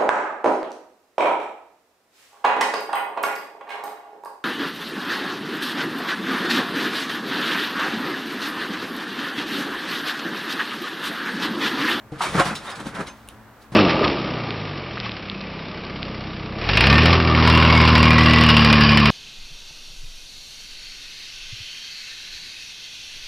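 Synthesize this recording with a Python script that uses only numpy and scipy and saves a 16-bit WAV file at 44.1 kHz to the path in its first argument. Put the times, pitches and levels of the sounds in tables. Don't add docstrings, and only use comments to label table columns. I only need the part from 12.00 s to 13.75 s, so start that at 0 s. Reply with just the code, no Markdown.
import sys
import numpy as np
from scipy import signal
from scipy.fft import rfft, irfft, next_fast_len
from scipy.io import wavfile
from scipy.ndimage import uniform_filter1d

SR = 44100
rng = np.random.default_rng(int(sys.argv[2]) if len(sys.argv) > 2 else 0)


def boost(x):
    u = np.asarray(x, float) / 20
    return 10 ** u


def wav_record(signal):
    frames = np.transpose(np.atleast_2d(signal))
    bounded = np.clip(frames, -1, 1)
    quanta = np.round(bounded * 32767).astype(np.int16)
    wavfile.write(sys.argv[1], SR, quanta)


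N = 77175


def colour(x, points):
    size = next_fast_len(N + 4096)
    hz = np.arange(2049) * SR / 4096 + 1e-3
    p = np.array(points, float)
    log_gain = np.interp(np.log(hz), np.log(p[:, 0]), p[:, 1]) * np.log(10) / 20
    cepstrum = irfft(log_gain)
    cepstrum[1:2048] *= 2
    cepstrum[2049:] = 0
    response = irfft(np.exp(rfft(cepstrum)))
    return irfft(rfft(x, size) * rfft(response, size), size)[..., :N]


def unit(x):
    return x / np.sqrt(np.mean(x ** 2))


def ring(x, hz, width):
    return signal.lfilter(*signal.iirpeak(hz, hz / width, fs=SR), x)


def resonances(x, table):
    return sum((-1) ** k * boost(db) * ring(x, hz, width) for k, (hz, width, db) in enumerate(table))


def shaken(bursts, per_s, spread_db, body):
    t = np.arange(N) / SR
    power = 0
    for peak_s, db, rise_s, fall_s in bursts:
        away = np.where(t < peak_s, (peak_s - t) / abs(rise_s), (t - peak_s) / abs(fall_s))
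        power = power + boost(db - 20 * away) ** 2
    chance, direction, size = rng.random((3, 2, N))
    knocks = (chance < per_s / SR) * np.sign(direction - .5) * boost(-spread_db * np.log(size + .004))
    return body(knocks * np.sqrt(power)) / np.sqrt(np.mean(body(knocks) ** 2))


def struck(modes, contact_s):
    out = np.zeros(N + SR)
    t = np.arange(SR // 2) / SR
    for k, (start_s, hz, db, t60) in enumerate(modes):
        i = int(start_s * SR)
        onset = 1 - np.exp(-t / contact_s)
        out[i:i + len(t)] += (-1) ** k * boost(db - 60 * t / t60) * np.sin(2 * np.pi * hz * t) * onset
    return out[:N] * np.array([[1], [0]])


# peak_s, level_db (rms), rise_s, fall_s
THUDS = [(.135, -52, 0.012, 0.091), (.265, -38, 0.15, 0.3), (.36, -28.5, 0.063, 0.057),
         (.392, -29, 0.04, 0.03), (.457, -26.5, 0.019, 0.064), (.52, -39.5, 0.031, 0.28),
         (.68, -52, 0.067, .1), (.8, -39.5, 0.064, 0.17), (.875, -34.5, 0.043, 0.032),
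         (.946, -42, 0.025, 0.044), (1.005, -34.5, 0.13, 0.081), (1.08, -44, 0.029, 0.015),
         (1.74, -35, 0.018, .05)]
# pitch_hz, width_hz, level_db
PAD = [(142.7, 72, -0.5), (200, 69, 0.5), (281.5, 76, -2.5), (400, 224, -4.5), (546, 252, -6.5)]


def pad_thuds():
    return shaken(THUDS, 2500, 2.2, lambda x: resonances(x, PAD))


# start_s, pitch_hz, peak_db, fade_60db_s
KNOCKS = [(.348, 185, -14, 0.07), (0.3788, 143, -13, 0.068), (0.385, 190, -16, 0.04),
          (0.5087, 219, -22, 0.088), (0.8027, 233, -21, 0.03), (0.857, 225, -25.5, 0.08),
          (0.8653, 232.3, -22, 0.076), (0.878, 200, -30, 0.05), (.99, 176, -24, 0.12),
          (1.0015, 176, -22, 0.1), (1.7193, 121, -26, 0.044), (1.732, 128, -29, 0.064)]
# multiple of its pitch, level_db
PAD_MODES = [(1, -0.5), (1.55, -9), (2.3, -8), (3.8, -10), (5.5, -14)]


def pad_knocks():
    modes = []
    for start_s, hz, db, t60 in KNOCKS:
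        for multiple, overtone_db in PAD_MODES:
            modes.append((start_s, multiple * hz, db + overtone_db, t60 / np.sqrt(multiple)))
    return struck(modes, contact_s=0.0022)


# peak_s, level_db (rms), rise_s, fall_s
SLAPS = [(.14, -45.5, 0.034, 0.16), (.21, -25.5, 0.0041, 0.086), (.245, -27.5, 0.074, 0.14),
         (.354, -24, 0.033, 0.068), (.385, -20.5, 0.035, 0.099), (.404, -17, 0.028, 0.036),
         (.462, -26, 0.024, 0.11), (.505, -32, 0.11, 0.13), (.7, -33.5, 0.14, 0.16),
         (.803, -35, 0.029, .04), (.87, -36.5, 0.058, 0.072), (.96, -31.5, 0.054, 0.068),
         (1.008, -29, 0.061, 0.05), (1.08, -41.5, 0.099, 0.099), (1.722, -43, 0.0049, .1),
         (1.745, -46, .02, .05)]
# pitch_hz, width_hz, level_db
VINYL = [(827, 154, -1.5), (1030, 156, -1.5), (1298, 183, 0.5), (1564, 357, -1.5), (2043, 1030, -9.5),
         (556, 334, -7.5)]


def vinyl_slaps():
    return shaken(SLAPS, 6000, 2.2, lambda x: resonances(x, VINYL))


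# peak_s, level_db (rms), rise_s, fall_s
HEAVES = [
    (.125, -43, 0.024, 0.04),
    (.3, -43, 0.087, 0.072),
    (.41, -40, .1, 0.16),
    (1.0, -48, 0.055, 0.093),
    (1.73, -43, 0.018, .1),
]
# pitch_hz, width_hz, level_db
MAT = [(30, 27, 3), (59, 25, 5), (99, 36, -3.5)]


def mat_heaves():
    return shaken(HEAVES, 2500, 2.2, lambda x: resonances(x, MAT))


# start_s, pitch_hz, peak_db, fade_60db_s
FEET = [(.119, 140, -27, .14), (.121, 307, -29, .14), (.12, 470, -32, .12), (.122, 760, -36, 0.088),
        (1.7195, 190, -30, .05), (.348, 330, -20, .05), (.381, 380, -17, .05), (.866, 480, -33, .05),
        (1.7195, 270, -32, 0.036), (1.731, 287, -37, 0.046), (.858, 155, -29, .08), (.866, 296, -28, 0.037),
        (.801, 164, -30, .06)]


def feet_on_mat():
    return -struck(FEET, contact_s=0.0014)


# peak_s, level_db (rms), rise_s, fall_s
RATTLES = [(.121, -55.5, .004, 0.36), (.198, -41, 0.022, 0.036), (.222, -29.5, 0.018, 0.15),
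           (.36, -35.5, 0.089, .08), (.403, -26.5, 0.047, 0.05), (.458, -31.5, 0.034, 0.11),
           (.553, -34, 0.0046, 0.062), (.67, -42.5, 0.099, 0.04), (.705, -39, 0.037, 0.054),
           (.758, -40.5, 0.01, 0.053), (.803, -41.5, 0.015, 0.046), (.872, -40.5, 0.046, 0.067),
           (.95, -43.5, 0.013, 0.09), (1.008, -43, 0.052, 0.063), (1.074, -40.5, 0.015, 0.042),
           (1.12, -59.5, .05, 0.53), (1.292, -54, 0.0058, 0.058), (1.622, -55.5, 0.03, .06),
           (1.722, -50, 0.0065, 0.12)]
# pitch_hz, level_db
COILS = [(1500, -11.5), (2300, -1.5), (3600, 1), (5000, -4.5), (7000, -8.5), (10000, -10), (12000, -17.5),
         (16000, -24)]


def spring_rattles():
    return shaken(RATTLES, 14000, 2.4, lambda x: colour(x, COILS))


# start_s, pitch_hz, width_hz, level_db (rms), fall_s
RINGS = [(.225, 1015, 303, -37, 0.057), (0.214, 3240, 500, -34, 0.023), (.235, 3720, 100, -42, 0.083),
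         (.26, 2286, 300, -32.5, 0.052), (0.451, 4820, 300, -40.5, 0.049), (.552, 3960, 304, -50, 0.089),
         (.552, 5280, 400, -42.5, 0.054), (.669, 3700, 200, -40.5, 0.09), (.72, 5000, 300, -44.5, 0.032),
         (.758, 7870, 150, -59, 0.084), (1.08, 5210, 300, -51, 0.039), (1.07, 3800, 300, -54, 0.061),
         (1.289, 3030, 900, -58, 0.054)]


def chattering_parts():
    out = 0
    for start_s, hz, width, db, fall_s in RINGS:
        burst = [(start_s, db, .003, fall_s)]
        out = out + shaken(burst, 14000, 1, lambda x: ring(ring(x, hz, width), hz, width))
    first_blows = [(start_s, hz, db + 3.5, 2 * fall_s) for start_s, hz, _, db, fall_s in RINGS]
    return out + struck(first_blows, contact_s=0.0022)


# start_s, pitch_hz, peak_db, fade_60db_s
PINGS = [(.394, 1060, -10.5, 0.096), (.399, 1090, -9, 0.039), (.399, 550, -12, .08), (.399, 320, -14, .07),
         (.403, 1357, -17, 0.047), (.407, 720, -12, .07), (.414, 1060, -17, 0.087), (.382, 1800, -21, .05),
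         (0.29, 1200, -25, 0.047), (.212, 1100, -23.5, 0.1), (.23, 930, -28.5, .15), (.268, 360, -30, 0.11),
         (.455, 5650, -39, .1), (0.51, 2557, -33, .09), (.462, 1600, -27, 0.07), (.465, 3688, -35.5, .12),
         (0.42, 2900, -36, 0.28), (.485, 2200, -37, 0.1), (.556, 3935, -35, 0.13), (.553, 3661, -41, 0.22),
         (.553, 6600, -40, 0.083), (.556, 7900, -42, .08), (1.1, 2500, -45, 0.094), (.993, 1320, -29, 0.11),
         (1.005, 970, -37, 0.12), (1.004, 1400, -35, 0.064), (1.07, 4000, -42, 0.074),
         (1.082, 6300, -41, .12), (1.074, 2200, -38, .07), (1.08, 2950, -41, .08),
         (1.068, 5400, -42.5, .06), (1.072, 2100, -38, .08), (.945, 187, -31, .07),
         (1.075, 186, -37, 0.082), (1, 450, -33.5, 0.1)]


def spring_pings():
    return struck(PINGS, contact_s=0.0014)


# pitch_hz, peak_db, fade_60db_s
CLANK = [(745, -25.5, 0.09), (946, -20, 0.12), (1216, -19.5, 0.062), (1510, -32, 0.088)]


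def leg_clank():
    start_s = .2063
    return struck([(start_s, *mode) for mode in CLANK], contact_s=.0003)


# start_s, peak_db
TICKS = [
    (1.2766, -44),
    (1.2875, -29.5),
    (1.2965, -48),
]
# pitch_hz, level_db, fade_60db_s
HOOK = [(2810, -0.5, 0.0095), (3920, -3, 0.0041), (5600, -14, .004), (6750, -7, .004), (8500, -3, 0.0044),
        (9760, 2, 0.0062), (11900, 0, .004), (14500, -6, .003), (3280, -8, 0.0053)]


def hook_ticks():
    modes = [(start_s, hz, db + note_db, t60) for start_s, db in TICKS for hz, note_db, t60 in HOOK]
    return struck(modes, contact_s=0.00027)


def trampoline():
    soft_parts = pad_thuds() + pad_knocks() + vinyl_slaps() + mat_heaves() + feet_on_mat()
    steel_parts = spring_rattles() + chattering_parts() + spring_pings() + leg_clank() + hook_ticks()
    return soft_parts + steel_parts


def echo(near):
    t60_s, level_db, first_return_s = 0.19, -15, .008
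    t = np.arange(SR // 3) / SR
    tail = rng.standard_normal((2, len(t))) * boost(-60 * t / t60_s) * (t > first_return_s)
    tail = unit(tail) / np.sqrt(len(t))
    return boost(level_db) * signal.fftconvolve(near[:1], tail, axes=1)[:, :N]


# pitch_hz, level_db (per Hz)
AIR = [(25, -23), (55, 1), (150, -11.5), (400, -12), (1000, -10.5), (1630, -13.5), (2400, -24),
       (11000, -57.5)]
# pitch_hz, width_hz, level_db (rms)
HUM = [(111.7, 6.9, -59), (215.1, 4.7, -57), (272, 5.5, -62.5)]


def garden():
    air_db, sway_db = -52, 1.0
    noise = rng.standard_normal((2, N))
    hum = sum(boost(db) * unit(ring(noise, hz, width)) for hz, width, db in HUM)
    steps = np.repeat(rng.standard_normal(N // 4000 + 1), 4000)
    sway = uniform_filter1d(steps, 4000)[:N]
    return boost(air_db + sway_db * sway) * unit(colour(noise, AIR)) + hum


# pitch_hz, level_db (side over mid)
WIDTH = [(40, -9), (200, -18), (700, -14.5), (1400, -11), (3000, -6.5), (7000, -10), (9500, -3),
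         (15000, 6.5)]
# pitch_hz, level_db (left over right)
LEAN = [(60, 4), (110, -0.5), (200, 3), (380, 1.5), (700, 1.5), (1290, -2), (2380, -1.5), (4400, 0),
        (8120, 3), (15000, 7)]


def scene():
    near = trampoline()
    mid, side = near + echo(near) + garden()
    side = colour(side, WIDTH)
    lean = np.array(LEAN, float)
    left = colour(mid, lean * [1, .5]) + side
    right = colour(mid, lean * [1, -.5]) - side
    return np.array([left, right])


# pitch_hz, level_db
MID_EDGE = [(10900, 1), (11250, -14), (11500, -1.5), (16000, -5)]


def dulled_top(mid):
    return colour(mid, MID_EDGE)


# pitch_hz, level_db
HISS = [(2000, -1), (9000, -7.5), (11050, -10.5), (11250, -20), (11450, -5.5), (16000, -4)]


def capsule_hiss(shape):
    return boost(-59.5) * unit(colour(rng.standard_normal(shape), HISS))


def starved(mid):
    starved_hz, loud_db, kept_share = 11700, -49, .33
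    hz, t, z = signal.stft(mid, SR, nperseg=2048, noverlap=1024)
    loudness = np.sqrt(uniform_filter1d(ring(mid, 2000, 2000) ** 2, 3000))
    loud = loudness[np.minimum((t * SR).astype(int), N - 1)] > boost(loud_db)
    chosen = rng.random((33, len(t) // 2 + 1)) < kept_share
    kept = np.kron(chosen, np.ones((32, 2)))[:len(hz), :len(t)]
    z = np.where((hz[:, None] > starved_hz) & loud, z * kept, z)
    return signal.istft(z, SR, nperseg=2048, noverlap=1024)[1][:N]


def low_pass(x):
    return signal.sosfilt(signal.butter(12, 16030, fs=SR, output="sos"), x)


def record(dry):
    mid = dulled_top((dry[0] + dry[1]) / 2)
    side = (dry[0] - dry[1]) / 2
    hiss = capsule_hiss(dry.shape)
    mid = starved(mid + (hiss[0] + hiss[1]) / 2)
    side = side + (hiss[0] - hiss[1]) / 2
    return low_pass(np.array([mid + side, mid - side]))


dry = scene()
out = record(dry)
wav_record(out)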